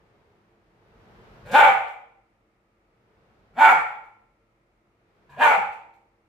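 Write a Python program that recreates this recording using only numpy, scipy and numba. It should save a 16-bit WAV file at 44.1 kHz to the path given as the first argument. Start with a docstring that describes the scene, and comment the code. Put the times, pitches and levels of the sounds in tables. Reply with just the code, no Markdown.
"""Over a faint household hum, a soft rush swells ahead of each of a small dog's three barks.
The mouth clicks wetly and the vocal folds start a low growl. Near 1.5 s the jaw opens: the pitch leaps,
and the folds' pulses ring the formants of the throat. The bark turns hoarse, then sinks to a grumble.
The tiled floor and hard walls return it to the close microphone, and the room rings on.
Two more barks follow the same course, near 3.6 s and 5.4 s."""
import sys
import numpy as np
from scipy import signal
from scipy.fft import rfft, irfft, next_fast_len
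from scipy.io import wavfile
from scipy.ndimage import uniform_filter1d, minimum_filter1d, map_coordinates
from numba import njit

SR = 44100
rng = np.random.default_rng(int(sys.argv[2]) if len(sys.argv) > 2 else 0)


def bounce(signal):
    """Save signal as a 16-bit WAV file at the path given by the first command-line argument."""
    frames = np.transpose(np.atleast_2d(signal))
    limited = np.clip(frames, -1, 1)
    pcm = np.round(limited * 32767).astype(np.int16)
    wavfile.write(sys.argv[1], SR, pcm)


N = 277335

# spectrum of air rushing past the teeth: frequency_hz, density_db
TEETH_HISS = [(2500, -8), (4200, 1.5), (5400, -8.5), (6000, -5), (6400, -6.5), (7600, -3.5), (9000, -13),
              (10600, -10), (13000, -10.5), (15300, -15)]


def amp(db):
    """Decibels to amplitude ratio."""
    return 10 ** (np.asarray(db) / 20)


def unit(x):
    """Normalisation to rms 1."""
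    return x / np.sqrt(np.mean(x ** 2) + 1e-20)


def mix(a, b, share):
    """Linear interpolation from a to b as share goes from 0 to 1."""
    return a + (b - a) * share


def along(points, hz):
    """Interpolation of (frequency_hz, value) points on a logarithmic frequency axis."""
    frequencies, values = np.transpose(points)
    return np.interp(np.log(hz + 1), np.log(frequencies + 1), values)


def wobble(rate_hz, size):
    """Smooth random modulation: a spline through rate_hz knots a second."""
    knots = rng.standard_normal(int(size * rate_hz / SR) + 4)
    return map_coordinates(knots, [np.arange(size) * rate_hz / SR])


def filtered(x, response):
    """Linear filtering: the spectrum is multiplied by a frequency response."""
    n = x.shape[-1]
    padded = next_fast_len(n + SR // 10)
    return irfft(rfft(x, padded) * response(np.fft.rfftfreq(padded, 1 / SR)), padded)[..., :n]


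def coloured(x, spectrum):
    """Spectral shaping by (frequency_hz, gain_db) points."""
    return filtered(x, lambda hz: amp(along(spectrum, hz)))


def noise(spectrum, size):
    """Spectrally shaped Gaussian noise of rms 1."""
    return unit(coloured(rng.standard_normal(size), spectrum))


def steady(x, window_s):
    """Division by the running rms evens out slow changes of level."""
    size = int(window_s * SR) + 1
    power = uniform_filter1d(uniform_filter1d(x * x, size), size)
    return x / np.sqrt(np.abs(power) + 1e-12)


@njit
def resonate(x, centre_rad, radius):
    """A two-pole band-pass resonator with a moving centre, in radians a sample."""
    y = np.zeros(len(x))
    for i in range(2, len(x)):
        drive = (1 - radius) * (x[i] - x[i - 2])
        y[i] = drive + 2 * radius * np.cos(centre_rad[i]) * y[i - 1] - radius * radius * y[i - 2]
    return y


def diffuse(spectrum, size):
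    """A diffuse field of rms 1: left and right are coherent in the bass, unrelated in the treble."""
    # likeness of left and right: frequency_hz, correlation
    coherence = [(30, 1), (65, .8), (120, 0.93), (380, 0.91), (700, 0.51), (1300, 0), (15000, -.05)]
    angle = lambda hz: np.arccos(np.clip(along(coherence, hz), -1, 1)) / 2
    pair = coloured(rng.standard_normal((2, size)), spectrum)
    mid, side = filtered(pair, lambda hz: np.array([np.cos(angle(hz)), np.sin(angle(hz))]))
    return unit(np.array([mid + side, mid - side]))


def appliance_hum(t, gain_db=-1, waver_db=2, wander_rad=1.7):
    """A household appliance hums in partials that waver by amplitude and phase modulation."""
    # partials of the hum: frequency_hz, relative_level_db
    partials = [(113.0, -79.5), (209.9, -80.5), (339.1, -79), (463.0, -82), (538.3, -89.5)]
    hum = np.zeros(len(t))
    for hz, db in partials:
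        rms = amp(db + gain_db + waver_db * wobble(1.5, len(t)))
        hum += rms * np.sqrt(2) * np.sin(2 * np.pi * hz * t + wander_rad * wobble(13, len(t)))
    return hum


def soft_rush(t):
    """Diffuse noise rises and falls in Gaussian swells that add in power."""
    # spectrum of the rush: frequency_hz, density_db
    spectrum = [(15, -36.5), (25, -11), (44, 0), (68, -11), (104, -3.5), (140, -8), (221, -6), (266, -16.5),
                (456, -5.5), (494, -11.5), (1270, -17), (1530, -18), (5260, -36.5), (8310, -48),
                (15400, -49.5)]
    # swells of the rush: crest_s, level_db, rise_s, fall_s
    swells = [(.15, -62.5, .8, .6), (1.42, -50.5, 0.53, .2), (3.38, -62, 0.43, .6), (5.3, -62.5, 0.27, .55)]
    envelopes = [amp(db) * np.exp(-((t - crest_s) / np.where(t < crest_s, rise_s, fall_s)) ** 2)
                 for crest_s, db, rise_s, fall_s in swells]
    return np.linalg.norm(envelopes, axis=0) * diffuse(spectrum, len(t))


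def house_noise(floor_db=-69, rumble_db=-76):
    """Stationary diffuse noise: a deep rumble under a broadband floor."""
    # spectrum of the house's noise floor: frequency_hz, density_db
    floor_spectrum = [(15, -32.5), (25, -8.5), (65, -11), (100, -8), (215, -13), (266, -12), (348, -7),
                      (420, -16), (456, -6.5), (494, -20), (536, -10), (1080, -18), (1270, -12.5),
                      (1530, -20.5), (2230, -19), (3160, -30.5), (15400, -47.5)]
    rumble_spectrum = [(25, -27.0), (44, -0.5), (70, -25.5), (200, -90.5)]
    return amp(rumble_db) * diffuse(rumble_spectrum, N) + amp(floor_db) * diffuse(floor_spectrum, N)


def standing_waves(t, spread_rad=0.34):
    """Each room mode decays freely and reaches the two microphone ports at slightly different phases."""
    # modes between the hard walls: frequency_hz, resonance_gain_db, t60_s
    modes = [(468, 2, 1), (586, -2.5, .48), (795, 1, 0.64), (876, -5, 0.23), (933, -1.5, .55),
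             (1046, 0, 0.75), (1196, 0.5, 0.45), (1358, -0.5, 0.9), (2240, -6.5, .5)]
    ring = np.zeros((2, len(t)))
    for hz, db, t60_s in modes:
        decay = amp(-60 * t / t60_s)
        phase = rng.uniform(0, 2 * np.pi) + spread_rad * rng.standard_normal((2, 1))
        ring += amp(db) * 2 * decay / decay.sum() * np.sin(2 * np.pi * hz * t + phase)
    return ring


def room(x, direct_db=-4, early_db=-3.5, tail_db=-5.0, early_t60_s=.11, build_s=0.009):
    """Superposition of direct sound, early reflections off tiles and walls, reverberation and modes."""
    # response of the microphone ports, which face away from the dog: frequency_hz, gain_db
    off_axis = [(300, -0.5), (1000, 0.5), (3000, 0), (7000, -8)]
    # spectrum of the reflected sound: frequency_hz, gain_db
    colour = [(100, -5), (300, -2), (550, -5), (800, -1.5), (1100, -2), (1400, 6), (1850, 4), (2250, 5.5),
              (3400, -3.5), (7000, 1.5), (12000, 1)]
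    # reverberation time: frequency_hz, t60_s
    decay_times = [(100, 0.21), (250, 0.3), (450, 0.73), (850, 0.6), (1100, 0.64), (1400, 0.52),
                   (1850, 0.61), (2250, 0.6), (3200, 0.59), (8000, 0.5), (14000, 0.39)]
    t = np.arange(SR) / SR
    hz, frame_s, bands = signal.stft(diffuse(colour, SR), SR, nperseg=256)
    decay = amp(-60 * frame_s / along(decay_times, hz)[:, None])
    tail = signal.istft(bands * decay, SR, nperseg=256)[1][:, :SR]
    tail *= 1 - np.exp(-t / build_s)
    early = diffuse(colour, SR) * amp(-60 * t / early_t60_s) * (t > .0015)
    reflections = (amp(early_db) * unit(early) + amp(tail_db) * unit(tail)) / np.sqrt(SR)
    response = reflections + standing_waves(t)
    return amp(direct_db) * coloured(x, off_axis) + signal.fftconvolve(x[None], response, axes=1)[:, :N]


def mouth_clicks(t, rise_s=0.0032, decay_s=0.028, gain_db=-7):
    """The lips and tongue part with noise transients that rise and decay exponentially."""
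    # small wet clicks: peak_s, relative_level_db
    clicks = [(1.458, -50.5), (1.485, -50), (1.516, -32.5), (1.544, -29), (1.877, -52), (4.04, -65),
              (5.299, -57), (5.721, -53), (5.935, -65)]
    envelope = sum(amp(db + gain_db) * np.exp(-np.abs(t - s) / np.where(t < s, rise_s, decay_s))
                   for s, db in clicks)
    return envelope * noise(TEETH_HISS, len(t))


def articulation(growl, call, shut_s=.035, slacken_s=.052, hoarsen_s=.04, tongue_s=.028, grumble_s=.45):
    """Breath, folds, jaw and tongue steer source and filter through growl, attack, hold and grumble."""
    growl_s, growl_db, growl_hz, growl_first_hz = growl
    (start_s, leap_s, attack_s, hold_s, peak_db, fade_db_per_s,
     open_chest_db, hiss_loss_db, top_hz, open_first_hz, open_second_hz) = call
    onset_hz, growl_swell_db = 137.63, 7
    pitch_sag_hz_per_s, first_sag_hz_per_s = 350, 850  # both sink as the breath runs out
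    shut_first_hz, drawn_second_hz = 600, 1354  # formants with the jaw shut, the tongue drawn back
    shut_chest_db, chest_fade_db_per_s = -2.5, 34.5
    grumble_hz, grumble_db, grumble_fade_db_per_s = 93.4, -52, 100.5
    growl_rough, clear_rough, hoarse_rough, grumble_rough = .48, .2, .52, .75

    t = np.arange(round(growl_s * SR), round((start_s + attack_s + hold_s + grumble_s) * SR)) / SR
    growling = np.clip((t - growl_s) / (start_s - growl_s), 0, 1)
    effort = np.sin(np.pi / 2 * np.clip((t - start_s) / attack_s, 0, 1))
    opened = np.clip((t - start_s) / leap_s, 0, 1)
    held_s = np.clip(t - start_s - attack_s, 0, hold_s)
    after_s = np.maximum(t - start_s - attack_s - hold_s, 0)
    shut = 1 - np.exp(-after_s / shut_s)
    gape = opened * (1 - shut)

    pitch_hz = mix(mix(onset_hz, growl_hz, growling), top_hz, opened) - pitch_sag_hz_per_s * held_s
    pitch_hz = mix(grumble_hz, pitch_hz, np.exp(-after_s / slacken_s))
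    level_db = mix(growl_db - growl_swell_db * (1 - growling), peak_db, effort) - fade_db_per_s * held_s
    level_db = mix(level_db, grumble_db, shut) - grumble_fade_db_per_s * after_s
    chest_db = level_db + shut_chest_db + (open_chest_db - chest_fade_db_per_s * held_s) * gape ** 2
    rough = mix(hoarse_rough, mix(growl_rough, clear_rough, effort), np.exp(-held_s / hoarsen_s))
    rough = mix(rough, grumble_rough, shut)
    first_hz = mix(shut_first_hz, open_first_hz - first_sag_hz_per_s * held_s, gape)
    first_hz = np.where(t < start_s, growl_first_hz, first_hz)
    second_hz = mix(drawn_second_hz, open_second_hz, np.exp(-held_s / tongue_s))
    upper_db = -2 + 3 * np.sin(np.pi * held_s / hold_s)  # upper formants gain when the mouth is widest
    air_db = -hiss_loss_db * (held_s / hold_s) ** 3
    return pitch_hz, level_db, chest_db, rough, first_hz, second_hz, upper_db, air_db


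def chest_tone(phase, level_db, rough, stagger_rad=1.1, shimmer_db=5):
    """Wall radiation: the fundamental also leaves through the chest and throat wall."""
    stagger = stagger_rad * rough * wobble(130, len(phase))
    rms = amp(level_db + shimmer_db * rough * wobble(90, len(phase)))
    return rms * np.sqrt(2) * np.sin(phase + stagger)


def vocal_folds(pitch_hz, rough, jitter=.07, shimmer_db=5, gate_depth=0.54, top_hz=6000):
    """The glottal source: folds snap shut once a cycle; roughness turns the pulses to puffs of noise."""
    size = len(pitch_hz)
    phase = 2 * np.pi * np.cumsum(pitch_hz * (1 + jitter * rough * wobble(220, size))) / SR
    pulses = unit(sum(np.cos(k * phase) * (k * pitch_hz < top_hz) for k in range(1, 45)))
    pulses *= amp(shimmer_db * rough * wobble(260, size))
    breath = filtered(rng.standard_normal(size), lambda hz: hz < top_hz)
    puffs = unit((1 + gate_depth * np.cos(phase)) * breath)
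    return np.sqrt(1 - rough) * pulses + np.sqrt(rough) * puffs, phase


def vocal_tract(source, throat, first_hz, second_hz, upper_db, air_db, rest_second_hz=1360):
    """Formant resonance: jaw and tongue move the two low formants and drag the high ones along."""
    # third and fourth formants: rest_hz, share_of_second_formant_movement
    high_formants = [(2260, 0.69), (3420, 0.93)]
    # radiation from the muzzle: frequency_hz, gain_db
    radiation = [(100, -11.5), (300, -9.5), (400, 1.5), (480, 4.5), (620, 1.5), (800, 3.5), (1100, -1.5),
                 (1500, -1), (1800, 2), (2500, -4), (3100, -4), (3800, -5), (4400, -6), (5100, -23.5),
                 (9000, -41)]
    centres = [first_hz, second_hz]
    centres += [hz + share * (second_hz - rest_second_hz) for hz, share in high_formants]
    voice = np.zeros(len(source))
    for k, (centre_hz, (width_hz, db)) in enumerate(zip(centres, throat)):
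        ring = resonate(source, 2 * np.pi * centre_hz / SR, np.exp(-np.pi * width_hz / SR))
        gain_db = db + upper_db * (k > 0) + air_db * (k == len(throat) - 1)
        voice += (-1) ** k * amp(gain_db) * ring
    return coloured(voice, radiation)


def bark(growl, call, throat, flutter_db=3.0, hiss_db=-30.5, hiss_growth=.8, gruff_db=-32):
    """Source and filter: the folds drive the tract, while the chest sounds and air hisses at the teeth."""
    # hoarse flapping heard through the chest: frequency_hz, density_db
    gruff_spectrum = [(40, -39.5), (110, -1), (170, -3.5), (300, -0.5), (420, -1), (700, -24.5),
                      (2000, -70)]
    pitch_hz, level_db, chest_db, rough, first_hz, second_hz, upper_db, air_db = articulation(growl, call)
    size = len(pitch_hz)
    source, phase = vocal_folds(pitch_hz, rough)
    voice = steady(vocal_tract(source, throat, first_hz, second_hz, upper_db, air_db), window_s=.03)
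    voice *= amp(level_db + flutter_db * rough * wobble(110, size))
    chest = chest_tone(phase, chest_db, rough)
    hiss = noise(TEETH_HISS, size) * amp(hiss_db + hiss_growth * level_db + air_db)
    gruff = noise(gruff_spectrum, size) * amp(gruff_db + level_db) * np.sqrt(rough)
    edges = signal.windows.tukey(size, 2 * .01 * SR / size)  # 10 ms fade at each end
    return np.pad((voice + chest + gruff + hiss) * edges, (round(growl[0] * SR), N))[:N]


def scene():
    """The sources superpose; each bark rings in the same room, with freshly drawn random reflections."""
    # growl leading into each bark: start_s, end_level_db, end_pitch_hz, first_formant_hz
    growls = [(1.446, -38.5, 185.2, 560), (3.53, -53, 174.7, 622), (5.287, -47, 144.1, 964)]
    # open-jawed part of each bark: start_s, leap_s, attack_s, hold_s, level_db, fade_db_per_s,
    # chest_change_db, hiss_loss_db, pitch_hz, first_formant_hz, second_formant_hz
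    calls = [(1.515, .053, 0.05, 0.13, -7.5, 41.5, -26.5, 9, 309.8, 862, 1612),
             (3.556, 0.047, 0.067, .096, -9, 41, -26.5, 1.5, 298.5, 892.4, 1480),
             (5.372, .042, .064, .12, -8.5, 89.5, -28, 10, 304.8, 913.6, 1680)]
    # the throat's formants in each bark, lowest first: bandwidth_hz, relative_gain_db
    throat_1 = [(123, -2), (219.4, -9), (210, -11.5), (430, -18)]
    throat_2 = [(110, 2), (150, -1), (230, -7.5), (400, -19)]
    throat_3 = [(110, 2), (165, -5.5), (280, -9), (520, -22)]
    t = np.arange(N) / SR
    barks = [bark(*parts) for parts in zip(growls, calls, [throat_1, throat_2, throat_3])]
    dog = sum(room(x) for x in barks) + room(mouth_clicks(t))
    return dog + appliance_hum(t) + soft_rush(t) + house_noise()


def limited(x, ceiling=0.95, hold_s=0.0086):
    """Look-ahead limiting: the gain dips smoothly around any peak above the ceiling."""
    size = int(hold_s * SR) + 1
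    needed = np.minimum(1, ceiling / (np.abs(x).max(axis=0) + 1e-9))
    return x * uniform_filter1d(minimum_filter1d(needed, 2 * size), size)


def record(dry, low_cut_hz=38, high_cut_hz=15550):
    """A spectral tilt makes the left port brighter; high-pass, limiter and low-pass follow."""
    tilt = [(2500, 0.0073), (7000, 0.79)]  # left boost and right cut: frequency_hz, gain_db
    tilted = filtered(dry, lambda hz: amp(np.outer([1, -1], along(tilt, hz))))
    thinned = signal.sosfilt(signal.butter(4, low_cut_hz, "highpass", fs=SR, output="sos"), tilted)
    return filtered(limited(thinned), lambda hz: 1 / (1 + (hz / high_cut_hz) ** 200))


dry = scene()
out = record(dry)
bounce(out)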